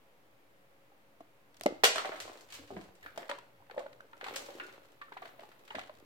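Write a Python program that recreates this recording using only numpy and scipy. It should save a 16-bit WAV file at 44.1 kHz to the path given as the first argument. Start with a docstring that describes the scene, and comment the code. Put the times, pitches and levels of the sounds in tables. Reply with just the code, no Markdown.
"""In a bare room with a wooden floor a dog snaps up a hard biscuit, cracks it and chews while it shifts its paws.
Hollow knocks of jaw and boards are short decaying sines, ticks of tooth and claw higher ones, cracks are
showers of spiky noise through resonances, and the sharpest breaks are single pressure spikes; all ring in the room.
Shuffling and crumb rustle are uneven resonant grains over a faint hum and hiss of filtered noise;
two microphone ports hear the dog a little apart."""
import sys
import numpy as np
from scipy import signal
from scipy.fft import rfft, irfft, next_fast_len
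from scipy.io import wavfile

SR = 44100
rng = np.random.default_rng(int(sys.argv[2]) if len(sys.argv) > 2 else 0)


def gain_from_db(level_db):
    """Turn a decibel level (scalar or array-like) into a linear amplitude factor."""
    decades = np.asarray(level_db, float) / 20
    return 10 ** decades


def unload_wav(signal):
    """Save mono or channel-first audio to the path in sys.argv[1] as 16-bit WAV at rate SR, clipped to [-1, 1]."""
    wavfile.write(
        sys.argv[1],
        SR,
        np.round(np.clip(np.atleast_2d(signal).T, -1, 1) * 32767).astype(np.int16),
    )


N = 266805

# slow shuffling and grinding, before layer gains: start_s, drag_db, rustle_db
GRINDING = [(1.499, -72, -88), (1.83, -78, -74), (2.0, -46, -58), (2.301, -53, -62), (2.49, -61.5, -64.5),
            (2.55, -61, -51.5), (2.69, -65.5, -66.5), (2.85, -58.5, -66), (2.999, -70, -74),
            (3.05, -63, -55), (3.12, -66, -65), (3.209, -54, -57.5), (3.45, -73, -82), (3.72, -74.5, -68),
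            (3.86, -65.5, -74), (4.1, -68.5, -75), (4.36, -47, -50), (4.55, -54, -59), (4.76, -59, -64.5),
            (5.07, -70.5, -73), (5.25, -55, -62), (5.4, -62.5, -63), (6.05, -63, -68.5)]


def unit(x):
    """Scaled to rms 1."""
    return x / np.sqrt(np.mean(x ** 2) + 1e-20)


def along(points, hz):
    """(Hz, value) points interpolated on a log frequency axis."""
    point_hz, value = np.transpose(points)
    return np.interp(np.log(hz + 1), np.log(point_hz + 1), value)


def filtered(x, response):
    """x times a complex response of frequency."""
    size = next_fast_len(x.shape[-1] + 8192)
    spectrum = rfft(x, size) * response(np.fft.rfftfreq(size, 1 / SR))
    return irfft(spectrum, size)[..., :x.shape[-1]]


def resonant(x, modes):
    """x through causal resonances of alternating sign, applied twice for steep flanks."""
    def bank(f):
        total = 0
        for k, (center_hz, width_hz, gain_db) in enumerate(modes):
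            band = 1j * f * width_hz / (center_hz ** 2 - f * f + 1j * f * width_hz)
            total = total + gain_from_db(gain_db / 2) * band * (-1) ** k
        return total
    return filtered(x, lambda f: bank(f) ** 2)


def diffuse(pair):
    """Two unrelated signals mixed so that the ports agree most in the bass."""
    # diffuse sound at the two ports: freq_hz, left_right_correlation
    likeness = [(60, 0.48), (180, 0.87), (550, 0.44), (1650, -0.27), (4970, 0.11), (15000, -0.27)]

    def rotation(hz):
        angle = np.arccos(np.clip(along(likeness, hz), -1, 1)) / 2
        return np.array([np.cos(angle), np.sin(angle)])
    mid, side = filtered(pair, rotation)
    return np.array([mid + side, mid - side])


def curves(rows):
    """One value per sample for each column after the time; -120 before the first row."""
    s, *columns = np.transpose(rows)
    return [np.interp(np.arange(N) / SR, s, column, left=-120) for column in columns]


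def turned(s):
    """Room over direct sound, dB, as the head turns and drops away from the microphone."""
    # head position, before layer gains: time_s, room_over_direct_db
    head = [(0, -14), (1.7, -9.5), (1.84, 0.5), (1.98, 1.5), (2.15, 3), (2.7, 3.5), (3.2, -3.5), (3.4, -11),
            (3.78, -2), (4.0, -12.5), (4.25, 0.3), (4.55, 1.5), (5.1, -4), (5.4, -1.5), (5.75, -0.5),
            (5.9, -10)]
    return np.interp(s, *np.transpose(head))


def knocks():
    """Each blow rings a short hollow mode, a weaker upper one and the boards; returns direct sound and room feed."""
    # hollow blows of jaw, paw and boards, before layer gain: start_s, level_db, pitch_hz, t60_s
    blows = [(0.918, -55.5, 814, 0.029), (1.205, -41, 680, 0.027), (1.206, -46, 299, 0.042),
             (1.61, -29, 650, 0.0097), (1.635, -45, 693, 0.049), (1.659, -9.5, 329, 0.01),
             (1.663, -8, 604, 0.015), (1.683, -30.5, 490, .03), (1.706, -33, 357, 0.025),
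             (1.723, -28, 294, 0.015), (1.835, -13.5, 756, 0.017), (1.84, -23, 487, 0.035),
             (1.871, -33, 665, 0.046), (1.885, -29.5, 654, 0.016), (1.957, -27, 644, 0.024),
             (1.979, -31, 652, 0.018), (2.047, -34.5, 749, 0.044), (2.052, -35, 592, 0.049),
             (2.119, -39.5, 636, 0.053), (2.277, -41.5, 644, 0.035), (2.314, -49.5, 662, 0.043),
             (2.591, -48.5, 290, 0.078), (2.705, -24.5, 677, 0.0078), (2.722, -35.5, 203, 0.033),
             (2.764, -35, 188, 0.076), (2.767, -40, 640, 0.023), (2.792, -46, 199, 0.041),
             (2.884, -56, 512, 0.037), (3.058, -55.5, 296, 0.076), (3.177, -28.5, 605, 0.022),
             (3.192, -42, 690, 0.02), (3.225, -47.5, 513, .047), (3.295, -41, 568, 0.19),
             (3.314, -35, 574, 0.072), (3.384, -41, 1000, 0.024), (3.602, -56, 810, 0.027),
             (3.622, -50.5, 942, 0.021), (3.698, -41.5, 815, .018), (3.713, -44, 486, 0.026),
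             (3.743, -37.5, 590, 0.015), (3.763, -38, 576, .037), (3.776, -23.5, 549, 0.03),
             (3.79, -38, 525, 0.065), (3.804, -36, 669, 0.025), (3.861, -34, 570, 0.022),
             (4.045, -53.5, 460, 0.038), (4.13, -46, 940, .025), (4.211, -45.5, 770, 0.039),
             (4.23, -33, 517, 0.017), (4.264, -34, 810, 0.017), (4.282, -32, 880, 0.014),
             (4.356, -45, 550, 0.13), (4.484, -43, 562, 0.045), (4.496, -48.5, 544, 0.072),
             (4.551, -39, 330, 0.018), (4.619, -45, 343, 0.039), (4.649, -45.5, 395, 0.024),
             (4.737, -54, 560, 0.04), (5.12, -33.5, 924, 0.012), (5.166, -42.5, 775, 0.043),
             (5.22, -38, 740, 0.03), (5.25, -44, 655, 0.034), (5.392, -41.5, 638, 0.03),
             (5.433, -39, 840, 0.016), (5.706, -38.5, 904, 0.031), (5.747, -29, 629, 0.021),
             (5.765, -34.5, 248, .02), (5.783, -29.5, 739, 0.023), (5.894, -40.5, 608, 0.042),
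             (6.025, -46.5, 300, 0.014)]
    # floor and skull under every blow, before body_db: pitch_hz, level_db, t60_s
    board_modes = [(215, -9.5, 0.052), (295.3, -4.5, 0.037), (415, 0, 0.033)]
    body_db, contact_s = -12.5, 0.0019
    out, t = np.zeros((2, N + SR)), np.arange(SR // 5) / SR
    body = 0
    for hz, level_db, t60 in board_modes:
        body = body + np.sin(2 * np.pi * hz * t) * gain_from_db(body_db + level_db - 60 * t / t60)
    draws = rng.standard_normal((len(blows), 2))
    for (s, db, hz, t60), (pitch_draw, level_draw) in zip(blows, draws):
        t60 = np.clip(t60, .006, .15)
        ring = np.sin(2 * np.pi * hz * t) * gain_from_db(-60 * (t / t60) ** 1.168)  # flesh damps it ever faster
        upper_hz = hz * (1.532 + 0.12 * pitch_draw)
        upper = np.sin(2 * np.pi * upper_hz * t) * gain_from_db(-3.5 + 2 * level_draw - 90 * t / t60)
        blow = (ring + upper + body) * (1 - np.exp(-t / contact_s))  # soft contact
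        out[:, round(s * SR):][:, :len(t)] -= gain_from_db([[db + 5.0], [db + 0.35 + turned(s)]]) * blow
    # a small source radiates no deep bass
    return filtered(out[:, :N], lambda f: (1j * f / (1j * f + 150)) ** 4)


def crumbs(count=220):
    """Small fractures at random moments, their level following the grinding; rows like the cracks."""
    over_rustle_db, spread_db, bright_db, time_scale_ms = 3, 3, -10, 1.9
    when, size, tone = rng.random((count, 3)).T
    knots, _, rustle_db = np.transpose(GRINDING)
    s = knots[0] + when * (knots[-1] - knots[0])
    db = np.interp(s, knots, rustle_db) + over_rustle_db - spread_db * np.log(0.089 + size)
    return np.transpose([s, db, bright_db + 16 * (tone - .5), 0 * s + time_scale_ms])


def cracks():
    """A quick shower of splinters swells and dies in three sets of resonances; returns left, right and room feed."""
    # biscuit, tooth and claw, before layer gains: start_s, click_db, fizz_over_click_db, time_scale_ms
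    breaks = [(1.2042, -56.5, -10.5, 4), (1.5429, -55.5, -8, 1.9), (1.566, -58, 1.5, 5),
              (1.5964, -66, 7, 2.8), (1.6107, -36.5, -7, 0.32), (1.6344, -48.5, 9, 1.4),
              (1.6606, -29.5, -6, 1.4), (1.836, -15, -14, 1.3), (1.8404, -14.5, -5, 1.4),
              (1.8434, -30, -9, 0.99), (1.8494, -19, -2.5, 3.3), (1.957, -28, -11, 2.3),
              (1.9814, -23.5, -18, 1.1), (2.0457, -29.5, -49, 1.5), (2.0524, -35, -14.5, 2.9),
              (2.1176, -35, -35, 1.9), (2.1563, -40.5, -22, 1.9), (2.2014, -38, -2.5, 1.3),
              (2.2214, -46.5, -10, 2.7), (2.2771, -45.5, -17, 2.1), (2.5017, -51.5, -4, 3.1),
              (2.5227, -42.5, -5.5, 2.5), (2.5394, -47.5, 0.5, 2.1), (2.7656, -40.5, -35, 1.1),
              (2.8114, -50, -9, 1.1), (2.9524, -71, 8, 1.5), (3.028, -49, -12, 3.2),
              (3.0629, -38.5, -46, 1.5), (3.1762, -39.5, -7, 2.5), (3.2286, -37.5, -38, 1.9),
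              (3.2924, -28.5, -25, 2.3), (3.2959, -37.5, -9, 4.1), (3.3126, -26, -25, 1.9),
              (3.3854, -48.5, -7, 2.3), (3.6975, -45.5, -38, 1.8), (3.711, -40, -26, 0.96),
              (3.7793, -35.5, -29, 1.5), (3.7923, -43.5, -10.5, 2.5), (3.8626, -48.5, -23, 2.1),
              (3.928, -48.5, -16, 2.7), (4.0073, -56, -7.5, 1.3), (4.1315, -43, -32, 1.05),
              (4.2103, -34.5, -26.5, 1.8), (4.2408, -32.5, -19, 3.7), (4.2657, -35.5, -19, 3.9),
              (4.2827, -34, -21, 2.4), (4.3176, -56, -25, 2.15), (4.338, -36, -22, 4.7),
              (4.359, -32.5, -1.5, 2.8), (4.3764, -66, 6, 2.1), (4.5985, -32.5, -36, 2.2),
              (4.6902, -43.5, -26, 2.9), (4.737, -48, -31, 2.1), (5.0135, -36.5, -29.5, 5.8),
              (5.1233, -39, -29, 1.5), (5.1701, -37, -27, 4.2), (5.2235, -38.5, -30, 3.7),
              (5.2535, -38, -26, 2.6), (5.3941, -44.5, -22, 1.6), (5.5154, -48, -30, 1.4),
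              (5.5924, -61, -5, 1.6), (5.6764, -46, -14, 4.1), (5.7054, -36.5, -29, 3.3),
              (5.7292, -63, -8, 1.6), (5.7503, -30.5, -22.5, 3.3), (5.7824, -43, -17, 2.7),
              (5.7907, -33, -17.5, 2.1), (5.8124, -40, -21, 1.9), (5.8344, -47, -15, 2.1),
              (5.8725, -51, -13, 1.9), (5.8944, -44, -28, 1.8)]
    # mouth and biscuit: center_hz, width_hz, gain_db
    click_modes = [(1500, 2070, 9.5), (2380, 1520, 10)]
    # thin shards: center_hz, width_hz, gain_db
    crisp_modes = [(2924, 1200, 9), (4384, 1180, 4.5)]
    # finest splinters: center_hz, width_hz, gain_db
    fizz_modes = [(5130, 2970, -0.5), (8220, 2700, 3), (12360, 5260, -8)]
    out, t = np.zeros((3, N + SR)), np.arange(SR // 20) / SR
    s, click_db, bright_db, ms = np.vstack([breaks, crumbs()]).T[..., None]
    crisp_db = click_db - 4.5 + 0.41 * bright_db  # shards partly follow the splinters
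    fizz_db = click_db + bright_db
    size = (len(s), 3, len(t))
    spiky = rng.standard_normal(size) * rng.exponential(size=size) ** 1.77
    shared, left, right = np.swapaxes(spiky, 0, 1)
    impulse = 0 * shared + (t == 0)  # the walls get an even spectrum
    bursts = np.array([shared + 1.6 * left, shared + 1.9 * right, impulse])
    u = 1000 * t / np.clip(ms, .1, 8)
    layers = ((click_modes, click_db + 13.5, 1.2), (crisp_modes, crisp_db + 21.0, 1.4),
              (fizz_modes, fizz_db + 19.0, 1.9))
    sound = 0
    for modes, db, haste in layers:  # finer splinters are over sooner
        rung = resonant(bursts * (haste * u + 0.11) * np.exp(-haste * u), modes)
        sound = sound + gain_from_db(db) * rung / np.linalg.norm(rung, axis=2, keepdims=True)
    sound[2] *= gain_from_db(turned(s))
    for start, crack in zip(s[:, 0], np.swapaxes(sound, 0, 1)):
        out[:, round(start * SR):][:, :len(t)] += crack
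    return out[:, :N] * gain_from_db([[.7], [-.7], [0]])


def ticks():
    """One hard contact, one high mode dying fast."""
    # tooth and claw, before layer gain: start_s, level_db, pitch_hz, t60_s
    contacts = [(1.662, -16.5, 2110, 0.02), (1.663, -23.5, 1060, 0.013), (1.8435, -9.5, 2824, 0.015),
                (1.849, -13.5, 3465, 0.013), (1.957, -34, 1180, 0.018), (1.98, -23, 1200, 0.026),
                (2.117, -35, 1280, 0.03), (2.7675, -34.5, 990, 0.014), (3.027, -45, 1957, 0.044),
                (3.04, -40.5, 1750, 0.04), (3.0619, -26.5, 1520, 0.0097), (3.2288, -39.5, 1620, 0.023),
                (3.697, -42, 1790, 0.018), (3.709, -39, 1495, 0.011), (3.78, -57, 1790, 0.013),
                (3.793, -50, 1720, 0.016), (3.8643, -37, 1470, 0.019), (3.928, -53, 1440, 0.017),
                (4.0056, -32, 1500, 0.011), (4.135, -42, 1365, 0.042), (4.211, -38, 1380, 0.027),
                (4.241, -31, 1980, 0.02), (4.2642, -28, 1120, 0.011), (4.5994, -29.5, 2780, 0.018),
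                (4.5987, -33.5, 1434, 0.065), (4.634, -41.5, 1444, 0.054), (5.014, -38, 1161, 0.075),
                (5.016, -36, 1776, 0.053), (5.0836, -43, 1300, 0.023), (5.123, -51, 1110, 0.016),
                (5.1688, -36, 1000, 0.036), (5.225, -38, 1160, 0.031), (5.705, -32.5, 2920, 0.016),
                (5.75, -36.5, 1700, 0.029), (5.789, -40, 1680, 0.02), (5.8113, -51, 1750, 0.02)]
    out, t = np.zeros(N + SR), np.arange(SR // 10) / SR
    for s, db, hz, t60 in contacts:
        ring = np.sin(2 * np.pi * hz * t) * gain_from_db(-60 * t / np.clip(t60, .003, .08))
        out[round(s * SR):][:len(t)] -= gain_from_db(db - 3.0) * ring * (1 - np.exp(-t / 0.00028))
    return out[:N]


def snaps():
    """A sudden break: a sharp drop in pressure and a slower rebound."""
    # sharpest breaks, before layer gains: start_s, level_db, time_scale_ms, left_over_right_db
    spikes = [(1.661, -21, 0.17, -6), (1.836, -7.5, 0.096, -18), (1.838, -8.5, 0.22, -4),
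              (1.84, -11, 0.16, -6.5), (1.843, 2.5, 0.037, 11), (1.848, -17, 0.12, 7),
              (1.852, -16.5, 0.09, -8), (1.958, -19.5, 0.13, -2), (1.982, -19, 0.14, -1.5),
              (3.062, -33.5, 0.088, -9), (3.176, -20.5, 0.21, 2), (3.297, -16.5, 0.16, 3),
              (4.007, -40.5, 0.2, -8), (4.36, -48, 0.067, 4), (5.751, -27, 0.26, -6)]
    out, t = np.zeros((2, N + SR)), np.arange(SR // 100) / SR
    for s, db, ms, pan_db in spikes:
        u = 1000 * t / np.clip(ms, .03, .6)
        spike = (u / 2 - 1) * u * np.exp(-u)
        gain = gain_from_db([[db + 8.5 + pan_db / 2], [db + 6.5 - pan_db / 2]])
        out[:, round(s * SR):][:, :len(t)] += gain * spike

    def response(f):
        no_deep_bass = (1j * f / (1j * f + 250)) ** 2  # small source
        return no_deep_bass / (1 + 1j * f / 9000)  # the microphone rolls off the top
    return filtered(out[:, :N], response)


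def weight():
    """Each step loads the boards quickly and lets go at its own speed: level in dB."""
    # the dog's weight lands, before layer gain: peak_s, thud_db, fall_db_per_s
    steps = [(1.66, -60.5, 120), (1.84, -57, 450), (1.98, -67, 108), (2.25, -60, 202), (2.49, -66, 200),
             (2.61, -57, 150), (2.77, -51.5, 125), (3.05, -64, 110), (3.62, -65, 246.5), (3.77, -67.5, 72),
             (4.12, -76, 305), (4.25, -68.5, 22), (5.19, -73.5, 62), (5.76, -60, 110), (6.0, -62.5, 250)]
    rise_db_per_s = 250.5
    s, db, fall = np.transpose(steps)[..., None]
    t = np.arange(N) / SR - s
    return (db - np.where(t < 0, -rise_db_per_s * t, fall * t)).max(0)


def shuffle():
    """Weight on the boards is resonant noise; dragging pads and grinding crumbs are uneven resonant grains."""
    # boards under the weight: center_hz, width_hz, gain_db
    thud_modes = [(62, 74, -19.5), (107, 60, -13)]
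    # pads on wood: center_hz, width_hz, gain_db
    drag_modes = [(322.4, 334, 5.5), (638, 1290, 8.5), (1286, 2480, -1)]
    # crumbs: center_hz, width_hz, gain_db
    rustle_modes = [(2496, 370, 2.5), (3830, 1140, -1.5), (8500, 2300, -14.5), (13600, 7800, -5)]

    def grains(spiky):
        return rng.standard_normal((2, N)) * rng.exponential(size=(2, N)) ** spiky
    drag_db, rustle_db = curves(GRINDING)
    rumble = rng.standard_normal(N) + 0.49 * rng.standard_normal((2, N))  # mostly shared by the ports
    thud = unit(resonant(rumble, thud_modes)) * gain_from_db(weight() - 4.0)
    drag = unit(resonant(diffuse(grains(spiky=2.8)), drag_modes)) * gain_from_db(drag_db - 2.0)
    rustle = unit(resonant(grains(spiky=1.45), rustle_modes)) * gain_from_db(rustle_db - 10.0)
    return thud + drag + rustle


def room(x):
    """Each frequency dies at its own speed; every quarter second the moving dog excites another tail."""
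    # reverberation: freq_hz, t60_s
    decay = [(150, 0.47), (600, 0.52), (2000, 0.44), (5000, 0.45), (9000, 0.4), (10500, 0.26),
             (16000, 0.18)]
    out, step = np.zeros((2, N + 2 * SR)), SR // 4
    sparse = 1.3 * np.exp(-np.arange(3 * step) / SR / 0.05)  # early echoes come singly, later ones merge
    for start in range(0, N, step):
        echoes = rng.standard_normal((2, 3 * step)) * rng.exponential(size=(2, 3 * step)) ** sparse
        hz, t, z = signal.stft(echoes, SR, nperseg=256)
        fading = z * gain_from_db(-60 * t / along(decay, hz)[:, None])
        tail = signal.istft(fading, SR, nperseg=256)[1]
        tail /= np.linalg.norm(tail, axis=1, keepdims=True)
        wet = signal.fftconvolve(x[None, start:start + step], tail, axes=1)
        out[:, start + 130:][:, :wet.shape[1]] += wet  # first walls answer after 3 ms
    return diffuse(out[:, :N])


def floor():
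    """Steady hiss, the microphone's treble noise and a few narrow, wavering hum bands."""
    # quiet room and microphone, spectrum shape: freq_hz, relative_db
    hiss_shape = [(13, -30), (22, -20), (59, -16.5), (132, -10), (263, -11), (294, -8.5), (387, -10.5),
                  (554, -6), (618, -11.5), (672, -10.5), (988, -12), (1490, -15.5), (2140, -16),
                  (5770, -30), (16000, -34)]
    # the microphone's own treble resonance: center_hz, width_hz, gain_db
    port_modes = [(13400, 6900, 0)]
    # a distant appliance: center_hz, width_hz, rms_db
    hum_bands = [(125, 17, -80), (288, 53, -82), (548, 7.9, -75.5)]
    hiss = unit(diffuse(filtered(rng.standard_normal((2, N)), lambda hz: gain_from_db(along(hiss_shape, hz)))))
    treble = unit(resonant(rng.standard_normal((2, N)), port_modes))
    hum = 0
    for hz, width_hz, db in hum_bands:
        hum = hum + gain_from_db(db) * unit(resonant(rng.standard_normal(N), [(hz, width_hz, 0)]))
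    return gain_from_db(-66.5) * hiss + gain_from_db(-81.5) * treble + hum


def scene():
    """The dog heard directly, later at the left port, then through the room."""
    lag_samples = 10  # the left port is farther from the dog
    hollow, hollow_wet = knocks()
    *brittle, brittle_wet = cracks()
    hard, sharp = ticks(), snaps()
    near = hollow + hard + np.array(brittle) + sharp
    near[0] = np.pad(near[0], (lag_samples, 0))[:N]
    hard_wet = gain_from_db(-4.5 + turned(np.arange(N) / SR)) * hard
    sharp_wet = gain_from_db(-1) * sharp.mean(0)
    return near + room(hollow_wet + brittle_wet + hard_wet + sharp_wet) + shuffle() + floor()


def top_cut(x):
    """Nothing passes above the cut-off."""
    return signal.sosfilt(signal.butter(12, 16530, fs=SR, output="sos"), x)


def record(dry):
    """The recorder rounds off the highest peaks, keeps nothing above its band limit and sits slightly off zero."""
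    ceiling, top_hz, offset = .95, 16000, -.0005
    soft = dry / (1 + np.abs(dry / ceiling) ** 6) ** (1 / 6)
    mix = filtered(soft, lambda hz: hz < top_hz) + offset
    return top_cut(mix)


dry = scene()
out = record(dry)
unload_wav(out)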